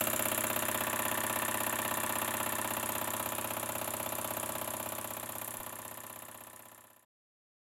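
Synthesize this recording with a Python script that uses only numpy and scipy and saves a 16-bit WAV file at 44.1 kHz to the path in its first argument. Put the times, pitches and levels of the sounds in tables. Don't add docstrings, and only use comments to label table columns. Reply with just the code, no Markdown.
import sys
import numpy as np
from scipy import signal
from scipy.fft import rfft, irfft, next_fast_len
from scipy.io import wavfile

SR = 44100
rng = np.random.default_rng(int(sys.argv[2]) if len(sys.argv) > 2 else 0)


def put_to_file(sound):
    columns = np.atleast_2d(sound).T
    safe = np.clip(columns, -1, 1)
    whole_steps = np.round(safe * 32767)
    wavfile.write(sys.argv[1], SR, whole_steps.astype(np.int16))


N = 338247
TIME = np.arange(N) / SR


def from_db(db):
    return 10 ** (np.asarray(db) / 20)


def rms_one(x):
    return x / np.sqrt(np.mean(x ** 2) + 1e-20)


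def in_time(rows):
    times_s, *columns = np.transpose(rows)
    return [np.interp(TIME, times_s, column) for column in columns]


def noise(colour):
    size = next_fast_len(N)
    hz, db = np.transpose(colour)
    bins_hz = np.maximum(np.fft.rfftfreq(size, 1 / SR), 1)
    gain = from_db(np.interp(np.log(bins_hz), np.log(hz), db))
    gain *= bins_hz ** 2 / (bins_hz ** 2 + 20 ** 2)
    return rms_one(irfft(rfft(rng.standard_normal(size)) * gain, size)[:N])


def band(x, low_hz, high_hz):
    sos = signal.butter(2, [low_hz, high_hz + 1], "band", fs=SR, output="sos")
    return signal.sosfilt(sos, x + 1e-18)


def ring(x, hz, t60_s):
    r, w = np.exp(-np.log(1000) / (t60_s * SR)), 2 * np.pi * hz / SR
    return signal.lfilter([0, np.sin(w)], [1, -2 * r * np.cos(w), r * r], x + 1e-18)


# (time [s], distance [m], side [0-1], overhead [0-1])
MIC_PATH = [(0, 0.29, 0, 0.91), (1.0, 0.35, 0, 0.14), (2.4, 0.37, 0.28, 0), (3.85, 0.43, 0.94, 0),
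            (4.85, .45, .95, 0.02), (5.8, 0.51, 0.35, 0), (7, 0.52, 0.03, 0.06)]
PART_RADIATION = {"bench legs": (.8, 0.94, .4, 0.013), "bench top": (0.5, 1.48, -0.8, -0.8),
                  "base": (2, 1.36, -4, 0), "frame": (3.5, 1.47, -2.5, -9),
                  "cylinder": (9.5, 3, -1.5, -3.5), "rim": (11.5, 0, -9, -15), "clamp": (0, 0, -1, 15.5),
                  "ping": (10.5, 1.67, -14.5, -16), "cavity": (-8.5, 0.87, 18, -1),
                  "rasp": (5.5, 1.7, -1.8, -2.2), "exhaust": (0.35, 0.67, 0, -1),
                  "inlet": (1.7, 1.02, -0.5, -7), "whistle": (2, 0.9, -2, 2),
                  "top of the hiss": (5.5, 3.5, -1.5, 0.5)}
def heard_db(part):
    distance_m, side, overhead = in_time(MIC_PATH)
    front_db, exponent, side_db, overhead_db = PART_RADIATION[part]
    return front_db - exponent * 20 * np.log10(distance_m / 0.3) + side_db * side + overhead_db * overhead


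# (time [s], speed [turns/s])
FLYWHEEL_SPEED = [(0, 16.288), (2.7, 16.3337), (3.6, 16.2003), (4.8, 16.2937), (5.5, 16.1013), (7, 16.199)]
def flywheel(start_turn):
    turns_per_s, = in_time(FLYWHEEL_SPEED)
    return start_turn + np.cumsum(turns_per_s) / SR


def knocks(turns, contacts, uneven_db, jitter_s):
    each_turn, force = np.arange(int(turns[-1])), np.zeros(N)
    for phase, db, low_hz, high_hz in contacts:
        late, harder = rng.standard_normal((2, len(each_turn)))
        at_s = np.interp(each_turn + phase, turns, TIME) + jitter_s * late
        clicks = np.zeros(N)
        clicks[np.clip(np.round(at_s * SR).astype(int), 0, N - 1)] = from_db(db + uneven_db * harder)
        force += band(clicks, low_hz, high_hz)
    return force


# (phase [turns], level [dB], low edge [Hz], high edge [Hz])
SLACK_KNOCKS = [(0.027, 5, 78.6, 1747), (0.0528, 7.5, 271.4, 2910), (0.1048, -1, 73.6, 3470),
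                (0.1619, -3.5, 78.8, 4139), (0.2343, -3.5, 290.7, 3520), (0.3457, -23.5, 47, 436),
                (0.51, -2, 264, 2453), (0.666, -7.5, 599, 2637), (0.8279, -7.5, 353, 3800)]
# (frequency [Hz], level [dB], t60 [s])
BODY_MODES = [(82.7, -52, 0.38), (109.44, -49.5, 0.39), (173.4, -59, 0.25), (216.7, -52.5, 0.57),
              (247, -51, 0.11), (309.8, -43, 0.19), (384.4, -37.5, 0.18), (516.6, -46, 0.15),
              (595, -41, 0.022), (606.8, -46, 0.15), (618.4, -43, 0.038), (847.7, -32.5, 0.025),
              (892.6, -37, 0.033), (956, -34, 0.045), (1031, -31, 0.016), (1142.7, -46, 0.24),
              (1296, -53, 0.047), (1428, -59.5, 0.24), (1669, -46, 0.017), (2000, -56, 0.029),
              (2353, -46.5, 0.05), (2728, -46, 0.028), (3548, -36.5, 0.0023)]
def body(turns):
    force = knocks(turns, SLACK_KNOCKS, uneven_db=0.25, jitter_s=8e-6)
    gains = from_db([heard_db(part) for part in ("bench legs", "bench top", "base", "frame", "cylinder")])
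    splits_hz = [190, 450, 750, 1250]
    out = np.zeros(N)
    for k, (hz, db, t60_s) in enumerate(BODY_MODES):
        out += (-1) ** k * from_db(db) * gains[np.searchsorted(splits_hz, hz)] * ring(force, hz, t60_s)
    return out


def struck(part, force, modes):
    return from_db(heard_db(part)) * sum(from_db(db) * ring(force, hz, t60_s) for hz, db, t60_s in modes)


# (phase [turns], level [dB], low edge [Hz], high edge [Hz])
STROKE_JOLT = [(.053, -3.5, 398, 2510)]
# (frequency [Hz], level [dB], t60 [s])
RIM_MODES = [(848, -49, 0.31), (1008, -54.5, 0.27)]
CLAMP_MODES = [(630, -50.5, 0.11)]
def power_stroke(turns):
    force = knocks(turns, STROKE_JOLT, uneven_db=0.25, jitter_s=8e-6)
    return struck("rim", force, RIM_MODES) + struck("clamp", force, CLAMP_MODES)


# (phase [turns], level [dB], low edge [Hz], high edge [Hz])
PISTON_SLAPS = [(.205, -1, 787, 5130), (0.522, -8.5, 800, 5000), (.67, 1.5, 810, 5000)]
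# (frequency [Hz], level [dB], t60 [s])
CYLINDER_MODES = [(1806, -36.5, 0.025), (2020, -55.5, 0.037), (2550, -49.5, 0.013)]
def piston_slap(turns):
    return struck("ping", knocks(turns, PISTON_SLAPS, uneven_db=0, jitter_s=40e-6), CYLINDER_MODES)


# (frequency [Hz], density [dB])
RUBBING_SPECTRUM = [(400, -20), (1200, 6), (2000, -4.5), (2700, -2.5), (3600, -1.5), (4300, -12),
                    (5200, -18.5), (9000, -22.5)]
def rubbing(turns, level_db, mid_stroke_turn=0.24, dead_point_db=-16.5, return_db=-1.5):
    velocity = np.cos(2 * np.pi * (turns - mid_stroke_turn))
    friction = from_db(dead_point_db) + velocity ** 2 * from_db(return_db * (velocity < 0))
    return from_db(level_db + heard_db("rasp")) * friction * noise(RUBBING_SPECTRUM)


# (phase [turns], level [dB], low edge [Hz], high edge [Hz])
AIR_KICKS = [(.058, -3, 380, 1000), (.11, -6, 379, 1000), (.66, -4.5, 380, 1000)]
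def cavity_pop(turns, hz, t60_s, level_db):
    kicks = knocks(turns, AIR_KICKS, uneven_db=0.6, jitter_s=20e-6)
    return from_db(level_db + heard_db("cavity")) * ring(kicks, hz, t60_s)


def port_flow(turns, opens, rise, hold, closes, fall_db_per_turn, leak_db, shut_db, uneven_db):
    turn, phase = np.divmod(turns - opens, 1)
    opening = np.clip(np.minimum(phase, closes - opens - phase) / rise, 0, 1)
    decay = from_db(-fall_db_per_turn * np.maximum(phase - rise - hold, 0))
    pressure = np.hypot(decay, from_db(leak_db))
    strength = from_db(uneven_db * rng.standard_normal(int(turns[-1]) + 2))[turn.astype(int)]
    return strength * np.hypot(opening * pressure, from_db(shut_db))


# (frequency [Hz], bandwidth [Hz], level [dB])
PORT_RESONANCES = [(7240, 370, 0.5), (8500, 940, -8), (10780, 500, 0), (12600, 820, -7.5)]
def air_jet(part, spectrum, whistle_db, sputter_db):
    sputter = from_db(sputter_db * rms_one(band(rng.standard_normal(N), 150, 1100)))
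    ringing = sum(from_db(db) * rms_one(ring(rng.standard_normal(N), hz, np.log(1000) / (np.pi * width_hz)))
                  for hz, width_hz, db in PORT_RESONANCES)
    whistle = from_db(whistle_db + heard_db("whistle")) * band(ringing, 6200, 15000)
    jet = noise(spectrum)
    rasp = signal.sosfiltfilt(signal.butter(2, 5000, fs=SR, output="sos"), jet)
    swell_db = 4 * np.exp(-((TIME - 5.49) / 0.11) ** 2)
    hiss = from_db(heard_db(part) + swell_db) * (jet - rasp)
    return sputter * (from_db(heard_db("rasp")) * rasp + hiss + whistle)


# (frequency [Hz], density [dB])
EXHAUST_SPECTRUM = [(100, -21), (400, -29), (900, -4), (2000, 3), (3300, 3), (4200, -1.5), (5000, -13.5),
                    (6300, -4.5), (8000, -1), (9600, -5), (11000, 12), (13000, 11), (15800, 1.5)]
def exhaust(turns, level_db):
    flow = port_flow(turns, opens=0.0053, rise=0.036, hold=0.065, closes=0.67,
                     fall_db_per_turn=125.5, leak_db=-23.5, shut_db=-32.5, uneven_db=0.5)
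    jet = air_jet("exhaust", EXHAUST_SPECTRUM, whistle_db=-12.5, sputter_db=1.5)
    return from_db(level_db) * flow * jet


# (frequency [Hz], density [dB])
INLET_SPECTRUM = [(100, -19.5), (400, -8), (900, -7.5), (2000, -5), (3500, -8.5), (4200, -7.5),
                  (5000, -17.5), (6300, -6.5), (8500, 2), (9600, 4), (11000, 11), (13000, 1.5), (15800, -7)]
def inlet(turns, level_db):
    flow = port_flow(turns, opens=0.498, rise=0.045, hold=0.019, closes=0.97,
                     fall_db_per_turn=215.5, leak_db=-15, shut_db=-21.5, uneven_db=0.45)
    jet = air_jet("inlet", INLET_SPECTRUM, whistle_db=-7, sputter_db=1.2)
    return from_db(level_db) * flow * jet


def beamed(air, edge_hz):
    wide = signal.sosfilt(signal.butter(3, edge_hz, fs=SR, output="sos"), air)
    return wide + from_db(heard_db("top of the hiss")) * (air - wide)


def bench_echo(x, low_hz, high_hz, lag_s_per_m):
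    distance_m, _, _ = in_time(MIC_PATH)
    return np.interp(TIME - lag_s_per_m * distance_m, TIME, band(x, low_hz, high_hz))


def workshop(x, t60_s, gap_s, low_hz, high_hz):
    t = TIME[:SR // 2]
    decay = np.exp(-np.log(1000) * t / t60_s) * (t > gap_s)
    tail = band(rng.standard_normal(len(t)) * decay, low_hz, high_hz)
    return signal.fftconvolve(x, tail / np.sqrt(np.sum(tail ** 2)))[:N]


# (frequency [Hz], density [dB])
BACKGROUND_SPECTRUM = [(25, -11), (65, -3.5), (150, -8), (500, -7), (2000, -11), (16000, -21)]
def background(level_db):
    return from_db(level_db) * noise(BACKGROUND_SPECTRUM)


# (time [s], level [dB], half-width [s])
MIC_BUMPS = [(0.302, -68.5, .3), (0.814, -65, .04), (5.597, -53, 0.017)]
def handling(low_hz, high_hz):
    envelope = sum(from_db(db) * np.exp(-((TIME - at_s) / half_s) ** 2) for at_s, db, half_s in MIC_BUMPS)
    return envelope * rms_one(band(rng.standard_normal(N), low_hz, high_hz))


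def scene():
    turns = flywheel(start_turn=-0.1058)
    impacts = body(turns) + power_stroke(turns) + piston_slap(turns)
    engine = signal.sosfilt(signal.butter(6, 3670, fs=SR, output="sos"), impacts)
    engine += rubbing(turns, level_db=-45.5)
    engine += cavity_pop(turns, hz=619, t60_s=0.041, level_db=-38.5)
    air = beamed(exhaust(turns, level_db=-32.5) + inlet(turns, level_db=-31.5), edge_hz=17600)
    room = from_db(-21) * bench_echo(engine, low_hz=657, high_hz=4000, lag_s_per_m=0.00572)
    room += from_db(-15.5) * workshop(engine, t60_s=0.4, gap_s=0.0023, low_hz=832, high_hz=5000)
    room += from_db(-14) * workshop(air, t60_s=0.12, gap_s=0.0037, low_hz=300, high_hz=15000)
    return (engine + air + room + handling(low_hz=24, high_hz=61.2) + background(level_db=-55.5))[None]


def record(dry):
    fade_start_s, fade_end_s, mute_s, cutoff_hz = 4.49, 7.133, 7.05, 16000
    fade = np.clip((fade_end_s - TIME) / (fade_end_s - fade_start_s), 0, 1)
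    fade *= np.clip((mute_s - TIME) / 0.003, 0, 1)
    return signal.sosfilt(signal.ellip(12, 0.1, 80, cutoff_hz, fs=SR, output="sos"), dry * fade)


dry = scene()
out = record(dry)
put_to_file(out)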